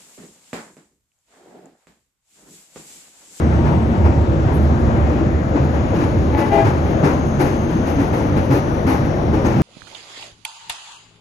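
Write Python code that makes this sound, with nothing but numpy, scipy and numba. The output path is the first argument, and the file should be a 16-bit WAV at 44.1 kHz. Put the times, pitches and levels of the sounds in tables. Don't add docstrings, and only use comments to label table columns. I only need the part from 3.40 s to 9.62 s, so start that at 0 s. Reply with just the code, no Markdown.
import sys
import numpy as np
from scipy import signal
from scipy.fft import rfft, irfft, next_fast_len
from scipy.io import wavfile
from scipy.ndimage import uniform_filter1d
from numba import njit

SR = 44100
rng = np.random.default_rng(int(sys.argv[2]) if len(sys.argv) > 2 else 0)


def gain_from_db(level_db):
    decades = np.asarray(level_db, float) / 20
    return 10 ** decades


def store_pcm(level_fs):
    pcm = np.round(np.clip(level_fs, -1, 1) * 32767).astype(np.int16)
    wavfile.write(sys.argv[1], SR, np.atleast_2d(pcm).T)


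N = 274297
T = np.arange(N) / SR
SIZE = next_fast_len(N + 4096)
HZ = np.maximum(np.arange(SIZE // 2 + 1) * SR / SIZE, 1)


def level(x, db):
    return x * gain_from_db(db) / np.sqrt(np.mean(x ** 2))


def across(table, column):
    table = np.array(table, float)
    return np.interp(np.log(HZ), np.log(table[:, 0]), table[:, column])


def coloured(spectrum):
    return rfft(rng.standard_normal((2, SIZE))) * gain_from_db(across(spectrum, column=1))


def filtered(x, order, hz, kind="low"):
    return signal.sosfilt(signal.butter(order, hz, kind, fs=SR, output="sos"), x)


def walk(rate_hz):
    hold = int(SR / rate_hz)
    steps = np.repeat(rng.standard_normal(N // hold + 1), hold)
    return 1.351 * uniform_filter1d(uniform_filter1d(steps, hold), hold)[:N]


def phase(hz):
    return 2 * np.pi * np.cumsum(hz) / SR


def resonate(x, modes):
    out = 0
    for k, (hz, width_hz, db) in enumerate(modes):
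        b, a = signal.iirpeak(hz, hz / width_hz, SR)
        ring = signal.lfilter(b, a, signal.lfilter(b, a, x))
        out = out + (-1) ** k * gain_from_db(db) * ring
    return out


def pulses(hz, jitter, scatter_db):
    uneven_hz = hz * (1 + jitter * walk(np.mean(hz)))
    cycle = np.cumsum(uneven_hz / SR).astype(int)
    size = gain_from_db(scatter_db * rng.standard_normal(cycle[-1] + 1))
    return np.diff(cycle, prepend=0) * size[cycle], cycle


@njit
def walls(x, lags, gain, damp):
    line, soft, out = np.zeros((8, 4096)), np.zeros(8), np.zeros((2, len(x)))
    for i in range(len(x)):
        total = 0.
        for k in range(8):
            soft[k] += (1 - damp) * (gain[k] * line[k, (i - lags[k]) & 4095] - soft[k])
            total += soft[k]
            out[k % 2, i] += soft[k]
        for k in range(8):
            line[k, i & 4095] = x[i] + soft[k] - total / 4
    return out


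def tunnel(x, wet_db, t60_s):
    lags = rng.integers(700, 2800, size=8)
    echo = walls(x, lags, gain_from_db(-60 * lags / SR / t60_s), 0.1)
    return x * np.array([[1], [.6]]) + gain_from_db(wet_db) * echo


def swell(start_s, length_s, rise_s):
    fall = (start_s + length_s + .5 * rise_s - T) / 2
    return np.clip(np.minimum(T - start_s, fall) / rise_s, 0, 1)


def mouth(s):
    # [t/s, nearness/0-1]
    nearness = [
        (0, 0.099),
        (1., 0.12),
        (2.3, 0.15),
        (2.6, 0.69),
        (3.7, 0.62),
        (4.0, 1),
        (5.5, 0.93),
        (5.9, 0.6),
        (6.22, 1.),
    ]
    return np.interp(s, *np.transpose(nearness))


def engine():
    cylinders_db = [-7, -1.5, 0, -9.5, -0.5, 3.5]
    # [f/Hz, width/Hz, level/dB]
    exhaust = [(67.6, 59, -8), (108, 30.5, 0), (148.6, 15.8, -6), (230.9, 36, -8.5), (331.5, 40.7, -7.5)]
    # [t/s, level/dB]
    load = [(0, -20), (0.3, -17), (0.45, -20.5), (0.7, -16.5), (1.1, -21.5), (1.25, -22), (1.7, -18),
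            (2.0, -21.5), (2.4, -24), (2.85, -20), (3.1, -27.5), (3.4, -24.5), (3.7, -28.5), (3.85, -22),
            (4.6, -27.5), (5.1, -29), (5.9, -23.5), (6.22, -19)]
    firing_hz = 75.92
    fire, cycle = pulses(np.full(N, firing_hz), jitter=.065, scatter_db=4.)
    fire = fire * gain_from_db(np.array(cylinders_db)[cycle % len(cylinders_db)])
    boom = tunnel(resonate(fire, exhaust), wet_db=-1.0, t60_s=1.34)
    boom = boom / np.sqrt(uniform_filter1d(boom[0] ** 2, SR // 6))
    return boom * gain_from_db(0.5 + np.interp(T, *np.transpose(load)))


def hum():
    # [t/s, length/s, start f/Hz, end f/Hz, level/dB]
    surges = [(0.0, .36, 80, 70, -18.5), (.41, .14, 73, 74, -17), (0.603, 0.23, 77, 73, -17),
              (.88, .2, 72, 70, -19), (1.138, .2, 75, 76, -16), (1.38, 0.16, 74, 71, -18.5),
              (1.582, .17, 72, 75, -17.5), (1.785, 0.19, 82, 83, -21), (2.177, 0.12, 76, 79, -21),
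              (2.62, 0.13, 83, 82, -22), (2.77, 0.19, 74, 73, -20), (3.27, 0.22, 80, 80, -25),
              (3.714, .08, 78, 78, -17.5), (5.2, 0.12, 78, 78, -24), (5.89, 0.06, 78, 79, -19)]
    out = np.zeros(N)
    for s, length_s, hz0, hz1, db in surges:
        turn = phase(np.interp(T, [s, s + length_s], [hz0, hz1]))
        out += gain_from_db(db + 1) * np.sin(turn) * swell(s, length_s, rise_s=0.038)
    return out


def turbo():
    # [t/s, whistle f/Hz, level/dB]
    run_down = [(0, 7886, -65), (1, 7410, -63), (2, 7065, -61.5), (2.6, 6695, -58), (3.3, 6560, -62),
                (3.799, 6460, -51), (4.3, 6370, -51.5), (4.801, 6170, -55.5), (5.2, 6000, -55),
                (5.7, 5670, -54), (6.22, 5570, -59)]
    s, hz, db = np.transpose(run_down)
    turn = phase(np.interp(T, s, hz))
    blur = filtered(rng.standard_normal((2, 2, N)), 2, 190.)
    whistle = level(blur[0] * np.cos(turn) + blur[1] * np.sin(turn), 0) * gain_from_db(np.interp(T, s, db))
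    rush = filtered(rng.standard_normal((2, 2, N)), 3, 600.)
    intake = rush[0] * np.cos(0.72 * turn) + rush[1] * np.sin(.94 * turn)
    return whistle + level(intake, -63.0)


def rolling():
    # [f/Hz, level/dB per Hz]
    roar = [(15, -31), (25, -16), (83, -0.5), (328, -6.5), (417, -12.5), (558, -11), (1000, -23),
            (2050, -32.5), (4920, -49), (6420, -46), (7530, -57), (8250, -71), (8750, -64), (9310, -55.5),
            (11500, -57), (12800, -64), (14400, -74)]
    mouth_gain_db = [-0.23, -0.4, 2]
    noise, sway, out = coloured(roar), walk(7.), 0
    for octave in np.arange(4.5, 14.5, .5):
        band = np.cos(np.pi / 2 * np.clip((np.log2(HZ) - octave) * 2, -1, 1)) ** 2
        place = np.interp(octave, [9, 11, 13.5], [0, 1, 2])
        slow_db = np.interp(place, np.arange(3), mouth_gain_db) * mouth(T)
        gain_db = slow_db + .5 * sway + .9 * walk(12.)
        out = out + irfft(noise * band, SIZE)[:, :N] * gain_from_db(gain_db)
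    return level(out, -19.0)


def knocks():
    # [t/s, peak
    # level/dB, f/Hz, length/s]
    parts = [(0.333, -13, 137, 0.1), (0.625, -14, 128, 0.037), (0.675, -17, 270, 0.036),
             (0.747, -6, 133, 0.04), (0.925, -14, 154, 0.076), (1.172, -16, 498, 0.021),
             (1.259, -17, 130, 0.022), (1.535, -16.5, 119.8, 0.112), (1.725, -11, 313, 0.037),
             (1.834, -16, 278, 0.033), (2.144, -9, 292, 0.022), (2.144, -17, 522, 0.022),
             (2.172, -12, 132.4, 0.088), (2.417, -19, 265, 0.08), (2.515, -16, 519, 0.032),
             (2.572, -14, 298, 0.05), (3.008, -18, 563, 0.031), (3.079, -18, 246, 0.11),
             (3.127, -17.5, 600, 0.11), (3.213, -11, 126, 0.15), (3.27, -13, 290, 0.023),
             (3.625, -19.5, 155.2, 0.073), (3.629, -12, 281, 0.034), (3.646, -18, 490, 0.044),
             (3.67, -13, 313, 0.046), (3.705, -20, 544, 0.053), (3.963, -10.5, 144.3, 0.1),
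             (3.984, -15, 281, 0.096), (3.998, -18, 592, 0.042), (4.567, -8, 280, 0.066),
             (4.632, -15, 563, 0.017), (4.729, -18, 291, 0.012), (4.769, -18, 512, 0.039),
             (4.843, -15, 285, 0.026), (4.923, -11, 142, 0.052), (4.954, -21, 250, 0.012),
             (5.022, -20, 536, 0.036), (5.057, -10, 128.3, 0.135), (5.087, -20, 525, 0.12),
             (5.096, -11.5, 274, 0.041), (5.435, -20, 122, 0.037), (5.457, -14.5, 267, 0.067),
             (5.519, -18, 514, 0.033), (5.596, -15, 155, 0.037), (5.93, -10, 292, 0.032),
             (6.058, -18.5, 510, 0.056),
             (2.64, -12.5, 160, 0.036), (3.04, -12, 95, 0.11), (3.42, -13.5, 180, 0.047),
             (5.86, -13.5, 205, .1), (5.97, -16.5, 540, .05), (6.08, -14.5, 500, .05),
             (6.175, -12, 230, .04), (5.14, -16, 390, 0.065), (3, -14.5, 350, 0.052),
             (0.0502, -28.5, 930, .5), (.55, -29, 930, 0.41)]
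    out, rows = np.zeros(N), parts
    for (s, db, hz, length_s), chance in zip(rows, rng.random((len(rows), 2))):
        i = int(s * SR)
        t = T[:N - i][:SR]
        rise = 1 - np.exp(-(t / (0.25 * length_s)) ** 2)
        shape = rise * np.exp(-(t / (0.83 * length_s)) ** 2)
        turn = 2 * np.pi * hz * t
        neighbour = np.sin((.8 + .45 * chance[0]) * turn + 2 * np.pi * chance[1])
        out[i:i + len(t)] += gain_from_db(db - 3.5) * shape * (np.sin(turn) + 0.33 * neighbour)
    return out * np.array([[1], [.6]])


def loose(t, length_s):
    start = 1 - np.exp(-(t / .022) ** 1.5)
    return start * (np.exp(-(t / length_s) ** 1.15) + 0.18 * np.exp(-t / 0.14))


def joints():
    # [t/s, clatter level/dB, thud level/dB, thud f/Hz]
    far_joints = [(0.109, -22, -18, 102), (0.235, -19.5, -7.5, 155), (0.507, -22.5, -15.5, 156),
                  (0.640, -20, -7.5, 98.4), (1.054, -20.5, -9.5, 114.2), (1.272, -33.5, -10, 108.5),
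                  (1.469, -25, -11, 224), (1.651, -20.5, -22, 148), (1.759, -29, -17, 340),
                  (2.14, -17, -12, 286.5), (2.326, -22.5, -21, 230)]
    # [t/s, clatter level/dB, thud level/dB, thud f/Hz, jolt length/s]
    near_joints = [(2.535, -19, -5.5, 346, 0.025), (2.583, -19, -37, 331.6, 0.046),
                   (2.967, -17.5, -21, 138.5, 0.1), (3.115, -19.5, -39, 396, 0.11),
                   (3.246, -15.5, 1.5, 108, 0.032), (3.442, -31.5, -25, 106, .028),
                   (3.625, -13, -2, 150, 0.052), (3.991, -13.5, -19, 133.4, 0.063),
                   (4.29, -24, -12, 323, 0.025), (4.45, -20.5, -31, 164, .059),
                   (4.584, -20, -10, 277, 0.046), (4.728, -19, -25, 151, 0.057),
                   (4.960, -16.5, -6.5, 193.4, 0.027), (5.098, -15.5, -5.5, 297, 0.057),
                   (5.46, -15, -4.5, 265.4, 0.067), (5.926, -17, -3.5, 327, 0.039),
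                   (6.039, -16, -8, 211, 0.063), (6.159, -28.5, -6, 143.3, 0.056)]
    # [t/s, level/dB]
    shakes = [
        (1.130, -43),
        (1.385, -61),
        (2.229, -61),
        (2.605, -66),
        (2.965, -50),
        (3.849, -54),
        (5.31, -51),
    ]
    # [f/Hz, level/dB per Hz]
    clatter_colour = [(180, -23), (300, 3.5), (656, -13), (829, -6), (1030, -15.5), (2590, -27),
                      (3280, -37), (6330, -35), (8000, -43), (10400, -78), (17600, -120)]
    # [f/Hz, level/dB per Hz]
    rattle_colour = [(6500, -34), (8300, -9.5), (9600, -7.5), (10400, -5), (11100, -2.5), (12300, -5),
                     (13200, -4.5), (14300, -26), (14500, -75)]
    far_jolt_s, shake_s = 0.051, 0.031
    dull_hz, dull_share = 2560, .7

    clatter_env, rattle_env, thud = np.zeros((3, N))
    rows = [(*row, far_jolt_s) for row in far_joints] + list(near_joints)
    for (s, clatter_db, thud_db, thud_hz, length_s), chance in zip(rows, rng.random((len(rows), 2))):
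        i = int(s * SR)
        t = T[:N - i][:SR // 2]
        shape = (1 - np.exp(-t / 0.019)) * np.exp(-(t / (1.476 * length_s)) ** 1.03)
        blow = shape * (1 - np.exp(-t / 0.0035)) / np.maximum(1 - np.exp(-t / 0.021), 1e-9)
        shape = shape + 0.11 * (1 - np.exp(-t / 0.037)) * np.exp(-t / .12)
        clatter_env[i:i + len(t)] += gain_from_db(clatter_db) * shape
        rattle_db = -39 + 1.3 * (clatter_db + 15) - 20 * (1 - mouth(s))
        rattle_env[i:i + len(t)] += gain_from_db(rattle_db) * loose(t, length_s)
        turn = 2 * np.pi * thud_hz * t * (1 - 0.242 * t)
        second = np.sin((1.15 + 0.24 * chance[0]) * turn + 2 * np.pi * chance[1])
        thud[i:i + len(t)] += gain_from_db(thud_db) * (np.sin(turn) + 0.5 * second) * blow ** 1.17
    for s, db in shakes:
        i = int(s * SR)
        rattle_env[i:i + SR // 2] += gain_from_db(db) * loose(T[:SR // 2], shake_s)
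    rattle_env += gain_from_db(-62.0)

    grain = gain_from_db(1.3 * walk(40.))
    clatter = level(irfft(coloured(clatter_colour), SIZE)[:, :N], -1.17) * clatter_env * grain
    treble = filtered(clatter, 2, dull_hz, "high")
    bass = filtered(clatter, 2, dull_hz)
    clatter = bass - treble * (1 - dull_share * np.clip(1 - mouth(T), 0, 1))
    rattle = level(irfft(coloured(rattle_colour), SIZE)[:, :N], -1.1) * rattle_env * grain
    return clatter + rattle + gain_from_db(-9.5) * tunnel(thud, wet_db=-18.0, t60_s=0.25)


def creaks():
    # [t/s, length/s, level/dB]
    pin = [
        (2.615, .04, -64),
        (3.25, .05, -70),
        (3.67, .03, -72),
        (3.99, .11, -57),
        (4.56, .04, -69),
        (5.15, .03, -66),
        (5.3, .03, -70),
        (5.465, .05, -61),
        (6.07, .04, -67),
    ]
    # [t/s, length/s, start slip rate/Hz, end slip rate/Hz, level/dB]
    slips = [
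        (2.917, 0.165, 287, 284, -25.5),
        (3.099, 0.13, 404, 401, -20),
    ]
    # [f/Hz, width/Hz, level/dB]
    coupling = [(426, 95, -5), (574, 270, -3), (845, 150, 4), (1760, 610, -12.5), (2200, 1400, -17.5)]
    # [t/s, length/s, start f/Hz, end f/Hz, level/dB]
    tones = [
        (3.112, .13, 671, 655, -16),
        (6.056, 0.02, 6320, 6500, -38),
        (3.115, .11, 408, 402, -15.5),
        (3.125, 0.073, 815, 890, -24),
        (3.13, 0.046, 1625, 1612, -35),
        (3.19, .08, 1670, 1640, -36),
        (3, .06, 1960, 2010, -40),
        (3.13, 0.12, 2430, 2410, -46),
    ]
    pin_hz = 14350
    out = np.zeros(N)
    for s, length_s, hz0, hz1, db in slips:
        slip_hz = np.interp(T, [s, s + length_s], [hz0, hz1])
        slip, _ = pulses(slip_hz, jitter=1100 / hz0 ** 2, scatter_db=2.5)
        out += level(resonate(slip, coupling), db) * swell(s, length_s, rise_s=0.03)
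    pin_tones = [(s, length_s, pin_hz, pin_hz, db) for s, length_s, db in pin]
    for s, length_s, hz0, hz1, db in [*tones, *pin_tones]:
        turn = phase(np.interp(T, [s, s + length_s], [hz0, hz1]))
        out += gain_from_db(db) * np.sin(turn) * swell(s, length_s, rise_s=0.17 * length_s)
    return tunnel(out, wet_db=-12, t60_s=.4)


def scene():
    return engine() + hum() + turbo() + rolling() + knocks() + joints() + creaks()


def gate(x):
    from_hz, gate_db, jitter_db, follow = 6900, -94, 3., .9
    rise_hz, rise_db_per_khz = 11800, 3.
    hz, _, z = signal.stft(x, SR, "hann", 2048, scaling="psd")
    power = uniform_filter1d(np.abs(z) ** 2, size=2, axis=1)
    busy = power[:, hz > from_hz].mean(axis=(0, 1))
    patches = np.repeat(rng.standard_normal((257, len(busy))), 4, axis=0)[:len(hz)]
    rise_db = rise_db_per_khz * np.maximum(hz - rise_hz, 0)[:, None] / 1000
    limit = gain_from_db(2 * (gate_db + rise_db + jitter_db * patches))
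    limit = limit * (busy / np.median(busy)) ** follow
    keep = (power > limit) | (hz < from_hz)[:, None]
    return signal.istft(z * keep, SR, "hann", 2048, scaling="psd")[1][:, :N]


def low_pass(x):
    return signal.sosfilt(signal.butter(12, 14490, fs=SR, output="sos"), x)


def record(dry):
    # [f/Hz, left minus right level/dB, likeness/-1..1, left lead/rad]
    port_table = [(50, -2, 1, 0.42), (120, -0.5, 0.9, 0.37), (251, 2, 0.99, 0.34), (444, 5.5, 0.87, 0.51),
                  (735, 8, 0.079, 0), (1210, 6, -0.49, 0), (1900, 8, -0.14, 0.047), (2500, 6.5, .2, 0.075),
                  (3400, 6.5, -0.19, 0), (4200, 5.5, 0.21, 0), (5000, 4, -0.052, 0), (5470, 10.5, 0.91, 0),
                  (6450, 8.5, 0.85, 0.13), (7640, 1.5, 0.86, 0.037), (8860, -8.5, 0.17, 0.05),
                  (10800, -1.5, 0.94, 0.044), (14100, -1.5, 0.7, 0)]
    near, other = rfft(np.pad(dry, ((0, 0), (0, SIZE - N)), "reflect"))
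    like = np.clip(across(port_table, column=2), -.999, .999)
    tilt = gain_from_db(across(port_table, column=1) / 2)
    lag = np.exp(-1j * across(port_table, column=3))
    right = like * near * lag + np.sqrt(1 - like ** 2) * other
    gain = 2 / np.sqrt(tilt ** 2 + tilt ** -2 + 2 * like)
    ports = irfft(np.array([near * tilt, right / tilt]) * gain, SIZE)[:, :N]
    ports = np.tanh(.65 * ports) / .65
    return low_pass(gate(ports))


dry = scene()
out = record(dry)
store_pcm(out)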